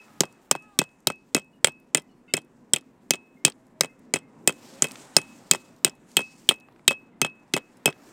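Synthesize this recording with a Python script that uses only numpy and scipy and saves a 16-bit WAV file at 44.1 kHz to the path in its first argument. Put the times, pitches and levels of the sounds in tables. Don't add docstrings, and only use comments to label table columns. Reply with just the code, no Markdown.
import sys
import numpy as np
from scipy import signal
from scipy.io import wavfile

SR = 44100
rng = np.random.default_rng(int(sys.argv[2]) if len(sys.argv) > 2 else 0)


def store_pcm(level_fs):
    pcm = np.round(np.clip(level_fs, -1, 1) * 32767).astype(np.int16)
    wavfile.write(sys.argv[1], SR, np.atleast_2d(pcm).T)


def volts(x):
    e = np.asarray(x, float) / 20
    return 10 ** e


N = 358091
TIME = np.arange(N) / SR

# start_s, rumble_db, wash_db
AIR_LEVELS = [(0.0, -59.5, -60.5), (1.15, -60, -70.5), (1.38, -58, -71.5), (3.71, -57, -68),
              (4.43, -52.5, -65.5), (4.88, -52, -52.5), (5.83, -56, -65.5), (7.28, -57, -66),
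              (7.8, -56.5, -63), (8.12, -56, -57.5)]
# freq_hz, density_db_per_hz
RUMBLE_SPECTRUM = [(15, -55.5), (25, -23), (54, -19), (134, -2.5), (184, -4.5), (248, -0.5), (445, -10.5),
                   (708, -23), (900, -15), (1170, -43.5), (1980, -120)]
# freq_hz, density_db_per_hz
WASH_SPECTRUM = [(290, -34), (500, -5), (2120, -14), (2430, -18.5), (2660, -18.5), (4500, -41), (5850, -73),
                 (9900, -120)]
# start_s, level_db
ENGINE_LEVELS = [
    (0, -77),
    (1.2, -66),
    (4.4, -60),
    (5.2, -62),
    (6, -70),
    (8.12, -68),
]
# start_s, level_db
JACKET_LEVELS = [(0, -69), (.45, -72.5), (1.18, -81), (1.3, -73), (1.45, -81), (4.35, -79), (4.66, -56.5),
                 (5.06, -56.5), (5.22, -62), (5.55, -64), (5.95, -77.5), (6.06, -74.5), (6.1, -63.5),
                 (6.5, -64.5), (6.6, -77.5), (7.2, -81.5), (7.87, -72.5), (8.12, -63.5)]
# freq_hz, density_db_per_hz
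RUSTLE_SPECTRUM = [(1180, -28), (2000, -3), (2400, -5.5), (2720, -2), (7000, -3), (9100, -33.5),
                   (15400, -120)]
# freq_hz, density_db_per_hz
HISS_SPECTRUM = [(3820, -35.5), (6500, -5.5), (8560, -0.5), (10400, -11), (13800, -11), (15100, -13),
                 (16000, -16)]
# start_s, freq_hz, level_db, rise_s, t60_s
FAR_CLANGS = [(1.519, 2883, -61.5, 0.011, 0.22), (2.088, 2912, -59.5, 0.0103, 0.193),
              (2.1, 4325, -72, 0.0128, 0.31), (2.278, 1440, -61, .004, 0.41),
              (2.278, 2120, -56.5, 0.0043, 0.23), (2.278, 2657, -55.5, 0.0032, 0.27),
              (2.278, 2970, -58, 0.0037, 0.25), (2.278, 3650, -66, .004, .3), (2.28, 4600, -74, .004, 0.41),
              (2.0, 2022, -55.5, 0.015, 0.223), (3.36, 2129, -61, 0.0225, 0.44),
              (3.87, 2092, -62.5, 0.036, 0.49), (4.201, 2115, -61, 0.025, 0.53),
              (7.109, 2075, -62, 0.035, 0.33)]
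# start_s, length_s, top_pitch_hz, level_db
CAWS = [
    (0.065, .24, 433.3, -63),
    (.6, 0.2, 437.4, -61.5),
]
CAW_HARMONICS_DB = [-13, 1, 3, -7, -25]
# start_s, length_s, pitch_hz, level_db
HOOTS = [
    (3.55, .1, 650, -63),
    (3.74, .09, 640, -59),
    (4.715, .085, 545, -52),
    (5.7, .08, 655, -62),
]
# start_s, peak_db, pitch_hz
STONES = [(0.0167, -61.5, 6300), (0.082, -49, 1300), (0.3257, -51.5, 7600), (0.6234, -55.5, 7160),
          (0.8908, -60, 3790), (1.004, -60, 8000), (1.158, -60, 7500), (1.418, -58, 3800),
          (1.445, -60, 7800), (6.56, -60, 7000), (6.851, -65, 2500), (3.668, -62, 7500), (4.955, -45, 900),
          (6.686, -52, 600), (1.7201, -56, 7300), (1.8, -59, 12400), (2.0198, -56, 7660),
          (2.4174, -56.5, 6400), (2.4474, -61.5, 8600), (2.8102, -53.5, 5960), (2.8256, -57, 1200),
          (3.521, -43.5, 3440), (3.993, -60, 11570), (4.911, -37.5, 3800), (4.9176, -36.5, 7000),
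          (4.9568, -37, 3790), (5.7636, -57, 6480), (5.9525, -60, 7860), (6.1163, -50, 5190),
          (6.586, -61, 3304), (6.6006, -55, 7340), (6.6065, -55.5, 4000), (6.6858, -47.5, 1200),
          (6.7241, -62.5, 3300), (6.7615, -57, 1591), (6.794, -51.5, 1093), (7.2975, -59.5, 3072),
          (7.7702, -52, 7000), (7.9267, -42, 2350)]

# start_s, force_db, lean_low_to_mid_db, high_clank_db, head_ring_db
BLOWS = [(0.2063, -13.5, 18.5, -9.5, -47.0), (0.5123, -15.5, 10.0, -5.5, -36.0),
         (0.7895, -10.5, 9.5, -8.5, -26.5), (1.0713, -14.0, 9.5, -11.0, -33.0),
         (1.3475, -13.0, 7.5, -11.5, -22.0), (1.645, -9.0, -0.5, -4.0, -57.0),
         (1.9477, -14.5, 1.0, -5.5, -33.0), (2.338, -16.5, 4.0, -7.5, -30.0),
         (2.7351, -12.5, -2.5, -4.0, -45.5), (3.107, -12.0, 9.0, -8.0, -25.5),
         (3.45, -5.5, 4.0, 0.5, -20.0), (3.809, -17.5, 18.0, -10.0, -42.5),
         (4.1385, -15.5, 9.5, -10.0, -32.5), (4.4753, -13.0, 5.5, 0.0, -21.0),
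         (4.8222, -18.5, 10.0, -4.0, -40.0), (5.1662, -13.5, 19.0, -3.0, -24.5),
         (5.5122, -8.0, 8.5, -2.0, -25.5), (5.847, -10.5, -2.0, -5.0, -27.0),
         (6.1686, -12.0, -12.5, -7.0, -20.0), (6.4901, -11.5, -16.5, -7.5, -31.0),
         (6.879, -6.5, -4.0, -5.0, -17.5), (7.2162, -15.0, 2.0, -11.0, -22.0),
         (7.5375, -13.5, 6.5, -18.0, -24.0), (7.858, -14.5, 4.5, -8.5, -13.0)]
# thump_db, knock_db, dull_clank_db, high_ring_db, crack_db
BLOW_COLOUR = [(2.5, -2.5, -1.5, -2.0, 1.5), (-0.5, 3.5, 0.5, -9.5, 4.5), (2.5, -4.5, 1.5, -19.0, -0.5),
               (0.5, -1.5, -3.0, 1.0, 6.0), (5.5, -1.0, 2.0, 9.5, -2.0), (-6.5, 6.0, 1.0, 4.0, -9.5),
               (2.5, 2.5, 0.5, 2.0, 1.0), (4.0, -2.5, 1.5, -5.0, 1.5), (0.5, -4.0, 1.5, -6.0, -0.5),
               (-2.0, -3.0, -1.5, -3.0, 1.5), (2.5, -2.5, -4.0, -5.0, -8.0), (-4.5, 0.5, 4.5, 0.0, 5.0),
               (0.5, 2.0, 0.0, 8.0, -3.0), (2.5, 4.0, 1.0, -6.0, 4.5), (1.5, 0.5, 0.5, 0.5, 0.0),
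               (1.5, 6.0, 3.5, 4.5, 3.0), (3.0, 3.0, 1.0, -21.5, 0.0), (2.5, -5.0, -3.5, -20.5, 3.5),
               (3.0, 1.0, -0.5, -6.5, 1.5), (-2.0, -0.5, -7.5, 7.0, 2.5), (0.5, 1.0, 0.0, -5.5, -2.0),
               (3.0, 2.0, -1.0, -17.5, -0.5), (0.0, -5.5, 1.5, -1.5, -4.5), (3.5, 5.0, -3.0, -23.5, 5.0)]
# knock_lean_db, mid_clank_lean_db, head_ring_t60_s, linger_db, graze_db
BLOW_BALANCE = [(8.5, 3.0, 0.22, -1.0, 2.5), (14.5, 0.5, 0.41, -0.5, 0.5), (9.0, 3.5, 0.46, 2.0, 0.5),
                (11.0, -16.5, 0.28, 1.5, -0.5), (-1.5, 19.0, 0.37, 2.0, 0.5), (-5.5, 1.0, 0.42, 4.0, 5.0),
                (3.5, -13.5, 0.33, 3.0, -3.0), (-11.5, 2.0, 0.28, -4.0, 1.0), (-7.0, 7.0, 0.26, -2.5, 2.0),
                (-1.0, 6.0, 0.25, -1.5, -0.5), (-5.5, -0.5, 0.18, 1.0, -1.0), (-4.0, -6.0, 0.27, 1.5, 1.5),
                (-6.5, 13.0, 0.32, 4.0, -0.5), (-7.0, 12.5, 0.42, 2.0, 6.0), (5.0, 29.0, 0.22, -0.5, 2.5),
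                (-11.0, 9.0, 0.26, 1.0, 2.0), (5.0, 0.0, 0.26, 1.0, 6.0), (6.0, -9.5, 0.39, 1.5, 4.5),
                (18.5, 6.0, 0.26, 0.5, 1.0), (12.0, 11.5, 0.32, 2.5, 4.0), (2.0, -5.0, 0.28, -4.0, -2.0),
                (7.5, 0.5, 0.25, -1.5, 0.0), (17.5, 1.5, 0.3, 1.0, -7.5), (-6.0, -6.5, 0.24, -1.0, -3.0)]
# middle_knock_db, low_clank_lean_db
BLOW_ACCENT = [(-33.0, -12.0), (-14.0, -12.0), (-35.5, 3.0), (-22.0, -12.0), (-31.0, 12.0), (-41.0, 12.5),
               (-36.5, 2.5), (-50.0, -1.0), (-47.5, -3.5), (-50.0, 9.0), (-31.5, 15.5), (-30.0, -7.0),
               (-40.0, 0.5), (-50.0, 7.5), (-34.0, -3.0), (-50.0, -1.0), (-34.5, 5.5), (-50.0, 5.5),
               (-25.0, 16.0), (-30.0, 11.5), (-50.0, 7.5), (-34.5, -1.0), (-50.0, -5.5), (-50.0, -11.0)]
# start_s, clank_db, ground_thud_db, head_ring_left_db
REBOUNDS = [(0.235, -31.5, -21.5, -42), (0.552, -36.5, -24, -41), (0.8161, -26, -22.5, -46.5),
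            (1.1013, -28, -20, -38), (1.3662, -23.5, -21, -28.5), (1.6711, -18.5, -21.5, -33.5),
            (1.9719, -20, -33.5, -28), (2.3686, -16.5, -31, -28), (2.7616, -17, -28.5, -27),
            (3.1362, -26, -25, -28), (3.4705, -31, -24.5, -27), (3.8343, -31, -23, -34.5),
            (4.1591, -22.5, -25, -28.5), (4.494, -26, -21, -32.5), (4.8425, -19, -21, -24.5),
            (5.1846, -27, -21.5, -35), (5.5352, -23, -21, -32), (5.8664, -26.5, -25, -32),
            (6.1911, -31, -19.5, -26), (6.5103, -25, -22.5, -29.5), (6.9095, -26.5, -18.5, -25),
            (7.2476, -23, -19, -26.5), (7.5655, -20, -18.5, -43.5), (7.878, -27.5, -16.5, -29.5)]
# knock_db, low_clank_db, mid_clank_db, crack_db
REBOUND_COLOUR = [(3.5, -4.0, 3.5, 3.0), (4.0, -8.5, 4.0, 6.0), (4.5, 0.0, 2.5, -2.5),
                  (0.5, -7.0, 4.5, -1.0), (0.0, -11.5, -3.0, 6.5), (0.0, 0.0, -6.0, 3.0),
                  (-3.5, 2.5, -7.5, 1.0), (-6.0, -2.0, -12.5, -2.0), (-2.5, 5.0, -8.0, -0.5),
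                  (-3.5, 4.5, -0.5, 4.0), (-3.5, 0.0, 1.5, 6.0), (0.0, -7.5, 0.5, 4.0),
                  (-0.5, 2.5, -8.0, 2.5), (-1.0, -2.5, -5.5, -1.5), (0.5, -3.5, -7.0, 5.0),
                  (-1.5, -4.0, -4.0, 0.5), (-2.5, -5.5, 4.5, 4.0), (-0.5, 2.0, -6.0, 0.0),
                  (0.5, -5.5, -6.0, 12.0), (1.5, 1.5, -9.5, 2.5), (0.5, -1.5, 0.0, 6.5),
                  (2.5, 4.5, -7.0, -0.5), (2.5, 1.5, -4.0, 3.5), (0.0, -4.5, -8.5, 1.5)]
# start_s, clank_db, head_ring_left_db
SECOND_DROPS = [(1.3788, -32.5, -44.5), (1.6834, -34, -43), (1.979, -28.5, -60.5), (2.3769, -31.5, -53),
                (2.7698, -39.5, -56.5), (3.1447, -35.5, -41.5), (3.48, -26, -63), (3.8459, -30.5, -45),
                (4.1684, -33.5, -51.5), (4.5042, -37.5, -51), (4.8515, -33, -37.5), (5.5481, -26.5, -41.5),
                (5.877, -31.5, -52.5), (6.206, -33, -30), (6.5194, -29.5, -39.5), (6.9184, -31.5, -32.5),
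                (7.2625, -38, -33.5), (7.5751, -28.5, -43.5), (7.8881, -32, -30), (7.901, -42, -49)]
# start_s, clank_db
TICKS = [(0.254, -40.5), (0.561, -39.5), (0.8388, -39), (1.1206, -41), (1.3856, -35.5), (1.3957, -40),
         (1.6939, -42), (1.9971, -41), (2.784, -38.5), (3.1554, -37.5), (3.4628, -20.5), (3.4991, -34.5),
         (3.857, -38.5), (4.1878, -39.5), (4.5243, -37), (4.8561, -38), (4.8696, -34.5), (4.885, -37),
         (5.2157, -34.5), (5.556, -30), (5.5603, -37.5), (5.8825, -34), (5.8961, -38), (6.2146, -40),
         (6.2182, -36), (0.8295, -40), (7.2665, -40), (2.3875, -42), (6.5402, -42), (6.906, -27.5),
         (6.9284, -37.5), (7.581, -33.5), (7.906, -43)]
# centre_s, level_db
SWELLS = [(0.345, -66), (3.25, -60), (3.33, -67), (5.31, -54), (5.68, -66), (6.33, -60), (6.63, -56),
          (7.06, -66), (7.39, -59)]

# freq_hz, level_db, t60_s
DULL_CLANK = [(2006.3, -7, 0.032), (2230, 2, 0.011)]
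# freq_hz, level_db, t60_s
LOW_CLANK = [(2959, -3.5, 0.0098), (3203.8, -2, 0.028)]
# freq_hz, level_db, t60_s
MID_CLANK = [(3861, -12, 0.015), (4400, -12.5, 0.0051), (5197, -5.5, 0.017), (5440, -8.5, 0.0061),
             (6173, -13.5, 0.026), (6620, -7, 0.0056)]
# freq_hz, level_db, t60_s
HIGH_CLANK = [(7000, -3.5, 0.012), (7571, -6.5, 0.014), (7842, -5, 0.015), (8401, -2.5, 0.017),
              (8989, -13.5, 0.021)]
# freq_hz, level_db, t60_s
TOP_CLANK = [(10890, -3.5, 0.012), (12360, -7.5, 0.0081), (14120, -17.5, 0.033)]
# freq_hz, level_db, t60_s
HIGH_RING = [(9510, 0, .065)]
# freq_hz, level_over_head_ring_db, t60_s
LINGER = [(3212.5, -7, .07), (5263, -17, 0.074), (6147, -19, 0.049), (7814, -18.5, 0.074), (8520, -16, .05),
          (9484, -17, 0.078)]
# freq_hz, level_db, t60_s
KNOCK = [(551.8, -3, 0.018), (894, -4, 0.0099), (1290.3, -8.5, 0.018)]
# freq_hz, level_db, t60_s
GROUND = [(148.4, -7.5, 0.091), (261.4, -6, 0.025), (381.5, -2.5, 0.037)]
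# low_hz, high_hz, crack_db, crack_t60_s, tail_db, tail_t60_s
DULL_CRUNCH = (1399, 2498.5, -6.5, 0.0253, -30, 0.0954)
# low_hz, high_hz, crack_db, crack_t60_s, tail_db, tail_t60_s
LOW_CRUNCH = (2500, 3699, -6, 0.03, -32, 0.1056)
# low_hz, high_hz, crack_db, crack_t60_s, tail_db, tail_t60_s
MID_CRUNCH = (3701, 6599.5, -3, 0.0128, -31.5, 0.0903)
# low_hz, high_hz, crack_db, crack_t60_s, tail_db, tail_t60_s
HIGH_CRUNCH = (6601, 9799.5, -7.5, 0.0029, -29, 0.0318)
# low_hz, high_hz, crack_db, crack_t60_s, tail_db, tail_t60_s
TOP_CRUNCH = (9799.5, 15799.5, -3.5, 0.0109, -24.5, 0.0535)
# low_hz, high_hz, crack_db, crack_t60_s, tail_db, tail_t60_s
KNOCK_CRUNCH = (450.5, 1497.5, -5, 0.0183, -28, 0.1124)
# low_hz, high_hz, crack_db, crack_t60_s, tail_db, tail_t60_s
GROUND_CRUNCH = (109.5, 450.5, -11, 0.0738, -24.5, 0.0015)


def rms_one(x):
    return x / np.sqrt(np.mean(x ** 2) + 1e-20)


def band(x, low_hz, high_hz):
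    sos = signal.butter(2, [low_hz, min(high_hz, .45 * SR)], "band", fs=SR, output="sos")
    return signal.sosfilt(sos, x)


def drift(rate_hz):
    knots_s = np.arange(0, N / SR + 1, 1 / rate_hz)
    return np.interp(TIME, knots_s, rng.standard_normal(len(knots_s)))


def in_time(rows):
    start_s, *columns_db = np.transpose(rows)
    return [volts(np.interp(TIME, start_s, column_db)) for column_db in columns_db]


def clicks(seconds, gains):
    train = np.full(N, 1e-18)
    np.add.at(train, (np.asarray(seconds) * SR).astype(int), gains)
    return train


def ring(train, hz, t60_s):
    radius = volts(-60 / (t60_s * SR))
    angle = 2 * np.pi * hz / SR
    return signal.lfilter([0, np.sin(angle)], [1, -2 * radius * np.cos(angle), radius * radius], train)


def dying(train, t60_s):
    return signal.lfilter([1], [1, -volts(-60 / (t60_s * SR))], train)


def coloured_noise(spectrum, patchy_db):
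    hz, db = np.transpose(spectrum)
    white = rng.standard_normal((2, N))
    edges_hz = np.geomspace(hz[0], hz[-1], int(3 * np.log(hz[-1] / hz[0])) + 2)
    out = 0
    for k, (low_hz, high_hz) in enumerate(zip(edges_hz, edges_hz[1:])):
        level_db = np.interp(np.log(low_hz * high_hz) / 2, np.log(hz), db)
        flicker = volts(level_db + patchy_db * drift(11))
        out = out + flicker * band(white[k % 2], low_hz, high_hz)
    return rms_one(out)


def struck(seconds, level_db, modes, crunch=None, spread_db=2.5, contact_s=0.00054, lean_db=0):
    luck = rng.standard_normal((len(seconds), len(modes)))
    push = np.hanning(int(contact_s * SR) + 3)
    push_s = np.arange(len(push)) / SR
    out = 0
    for k, (hz, db, t60_s) in enumerate(modes):
        tilt_db = lean_db * (k / len(modes) - .5)
        gain = volts(level_db + db + spread_db * luck[:, k] + tilt_db)
        train = clicks(seconds, gain * np.cos(np.pi * k))
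        swelling = push * np.cos(2 * np.pi * hz * push_s) * 2 / push.sum()
        out = out + ring(np.convolve(train, swelling)[:N], hz, t60_s)
    if crunch is None:
        return out
    low_hz, high_hz, crack_db, crack_t60_s, tail_db, tail_t60_s = crunch
    train = np.convolve(clicks(seconds, volts(level_db)), push / push.sum())[:N]
    envelope = volts(crack_db) * dying(train, crack_t60_s) + volts(tail_db) * dying(train, tail_t60_s)
    return out + rms_one(band(rng.standard_normal(N), low_hz, high_hz)) * envelope


def rumble_and_wash():
    rumble, wash = in_time(AIR_LEVELS)
    far = rumble * coloured_noise(RUMBLE_SPECTRUM, patchy_db=2.5)
    return far + wash * coloured_noise(WASH_SPECTRUM, patchy_db=1.1449)


def engine_drone():
    centre_hz, width_hz = 250, 35
    hum = band(rng.standard_normal(N), centre_hz - width_hz / 2, centre_hz + width_hz / 2)
    return in_time(ENGINE_LEVELS)[0] * rms_one(hum)


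def far_clangs():
    out = 0
    for start_s, hz, db, rise_s, t60_s in FAR_CLANGS:
        age_s = np.maximum(TIME - start_s, 0)
        envelope = (1 - np.exp(-age_s / rise_s)) * volts(db - 60 * age_s / t60_s + 4.5 * drift(80))
        out = out + envelope * np.sin(2 * np.pi * hz * TIME + hz / 1500 * drift(110))
    return out


def crow():
    scoop, scoop_s, sag = .12, .021, .17
    attack_s, release_s, fade_db_per_s = .029, .04, 13
    out = 0
    for start_s, length_s, top_hz, db in CAWS:
        age_s = np.clip(TIME - start_s, 0, length_s)
        hz = top_hz * (1 - scoop * np.exp(-age_s / scoop_s) - sag * (age_s / length_s) ** 2)
        phase = 2 * np.pi * np.cumsum(hz * (1 + 0.0037 * drift(80))) / SR
        voice = sum(volts(h) * np.sin((k + 1) * phase) for k, h in enumerate(CAW_HARMONICS_DB))
        opening = np.clip(np.minimum(age_s / attack_s, (length_s - age_s) / release_s), 0, 1)
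        out = out + voice * opening * volts(db - fade_db_per_s * age_s + 1.445 * drift(40))
    return out


def waterbird():
    edge_s, scoop = .02, .06
    out = 0
    for start_s, length_s, pitch_hz, db in HOOTS:
        age_s = np.clip(TIME - start_s, 0, length_s)
        hz = pitch_hz * (1 - scoop * np.exp(-age_s / edge_s))
        opening = np.clip(np.minimum(age_s, length_s - age_s) / edge_s, 0, 1)
        out = out + volts(db) * opening * np.sin(2 * np.pi * np.cumsum(hz) / SR)
    return out


def jacket():
    scrape, = in_time(JACKET_LEVELS)
    hiss = volts(-72.5) * (scrape / volts(-70)) ** .85
    grain = volts(1.6 * drift(110) + 1.5 * drift(25))
    rustle = scrape * coloured_noise(RUSTLE_SPECTRUM, patchy_db=3.0)
    return grain * (rustle + hiss * coloured_noise(HISS_SPECTRUM, patchy_db=2.5))


def stones():
    spread_ratio, t60_s = 1.6, .014
    out = np.zeros(N)
    age_s = np.arange(600) / SR
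    for start_s, db, hz in STONES:
        puff = rng.standard_normal(len(age_s)) * volts(-60 * age_s / t60_s)
        tick = band(puff, hz / spread_ratio, hz * spread_ratio)
        first = int(start_s * SR)
        out[first:first + len(age_s)] += volts(db + 6) * tick / np.abs(tick).max()
    return out


def after_touches():
    rows = [row[:3] for row in REBOUNDS]
    rows += [(s, db, db + 4) for s, db, _ in SECOND_DROPS]
    rows += [(s, db, db - 13) for s, db in TICKS]
    rows += [(blow[0] + .0131, balance[-1] - 33.5, -49) for blow, balance in zip(BLOWS, BLOW_BALANCE)]
    return np.transpose(rows)


def both(blow, touch):
    return np.concatenate([blow, touch])


def contact_times():
    return both(np.transpose(BLOWS)[0], after_touches()[0]) - .0004


def looseness():
    return np.exp(-np.transpose(BLOWS)[0] / 1.2)


def rebound_over():
    spare = len(after_touches()[0]) - len(REBOUND_COLOUR)
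    return np.pad(np.transpose(REBOUND_COLOUR), [(0, 0), (0, spare)])


def ground_thump():
    high_db, thump_over_db = np.transpose(BLOWS)[3], np.transpose(BLOW_COLOUR)[0]
    thump_db = -18.5 - .2 * (high_db - high_db.mean()) + thump_over_db
    level_db = both(thump_db, after_touches()[2] - 6.5)
    return struck(contact_times() + 0.001, level_db, GROUND, GROUND_CRUNCH, contact_s=.003)


def peg_knock():
    start_s, knock_over_db = np.transpose(BLOWS)[0], np.transpose(BLOW_COLOUR)[1]
    bump_db = after_touches()[2]
    level_db = both(-21 + 12 * looseness() + knock_over_db, bump_db - 2.0 + rebound_over()[0])
    lean_db = both(np.transpose(BLOW_BALANCE)[0], 0 * bump_db)
    knock = struck(contact_times(), level_db, KNOCK, KNOCK_CRUNCH, contact_s=0.0013, lean_db=lean_db)
    middle_train = clicks(start_s + .0006, volts(np.transpose(BLOW_ACCENT)[0]))
    return knock + ring(middle_train, hz=905, t60_s=.02)


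def clank():
    start_s, force_db, lean_db, high_db, _ = np.transpose(BLOWS)
    _, _, dull_over_db, ring_over_db, crack_over_db = np.transpose(BLOW_COLOUR)
    _, clank_db, bump_db = after_touches()
    _, low_over_db, mid_over_db, top_over_db = rebound_over()
    seconds, between_db, level = contact_times(), (clank_db + bump_db) / 2, 0 * clank_db

    stone_db = 10 * np.exp(-((start_s - 1.8) / .19) ** 4)
    dull_db = -17 - 8.5 * looseness() - .15 * lean_db + stone_db + dull_over_db
    out = struck(seconds, both(dull_db, between_db - 7.5), DULL_CLANK, DULL_CRUNCH, contact_s=0.0026)

    low_db = both(force_db - lean_db / 2, between_db - 6.0 + low_over_db)
    low_lean_db = both(np.transpose(BLOW_ACCENT)[1], level)
    out += struck(seconds, low_db, LOW_CLANK, LOW_CRUNCH, contact_s=0.00075, lean_db=low_lean_db)

    mid_db = both(force_db + lean_db / 2, clank_db - 9.0 + mid_over_db)
    mid_lean_db = both(np.transpose(BLOW_BALANCE)[1], level)
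    out += struck(seconds, mid_db, MID_CLANK, MID_CRUNCH, spread_db=4.5, contact_s=0.0004,
                  lean_db=mid_lean_db)

    out += struck(seconds, both(high_db, clank_db - 3.0), HIGH_CLANK, HIGH_CRUNCH, spread_db=3.0,
                  contact_s=0.0005)
    top_db = both(force_db - 5 + crack_over_db, clank_db - 14.5 + top_over_db)
    out += struck(seconds, top_db, TOP_CLANK, TOP_CRUNCH, contact_s=0.00018)
    return out + struck(start_s, -19 + 1.9 * high_db + ring_over_db, HIGH_RING, spread_db=-0.5)


def lingering_modes():
    start_s, ring_db = np.transpose([(row[0], row[-1]) for row in BLOWS + REBOUNDS])
    linger_db = np.transpose(BLOW_BALANCE)[3]
    return struck(start_s, ring_db + both(linger_db, linger_db), LINGER, spread_db=3.5)


def head_ring():
    ring_hz, steepening_db_per_s2, swell_span_s = 2576, 230, .04
    touches = [(0, -47.5)] + [(row[0], row[-1]) for row in BLOWS + REBOUNDS + SECOND_DROPS]
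    touch_s, level_db = np.transpose(sorted(touches))
    last = np.searchsorted(touch_s, TIME, side="right") - 1
    age_s = TIME - touch_s[last]
    blow = np.searchsorted(np.array(BLOWS)[:, 0], TIME, side="right") - 1
    t60_s = np.array(BLOW_BALANCE)[np.maximum(blow, 0), 2]
    loss_db = 60 * age_s / t60_s + steepening_db_per_s2 * age_s ** 2
    height = volts(level_db[last] - loss_db + 1.2 * drift(30))
    smooth_height = signal.lfilter([.04], [1, -.96], height)
    swell = sum(volts(db) * np.exp(-((TIME - s) / swell_span_s) ** 2) for s, db in SWELLS)
    phase = 2 * np.pi * ring_hz * TIME
    return smooth_height * np.sin(phase) + swell * np.cos(phase)


def hammer():
    return ground_thump() + peg_knock() + clank() + lingering_modes() + head_ring()


def scene():
    background = rumble_and_wash() + engine_drone() + far_clangs() + crow() + waterbird()
    return (background + jacket() + stones() + hammer())[None]


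def roll_off(x):
    return signal.sosfilt(signal.butter(12, 15800, fs=SR, output="sos"), x)


def record(dry):
    bass_cut = signal.butter(2, 95, "high", fs=SR, output="sos")
    cut = signal.sosfilt(bass_cut, signal.sosfilt(bass_cut, dry))
    circuit = volts(-78) * rms_one(band(rng.standard_normal(N), 18, 57))
    return roll_off(np.clip(cut + circuit, -1.05, 1.05))


dry = scene()
out = record(dry)
store_pcm(out)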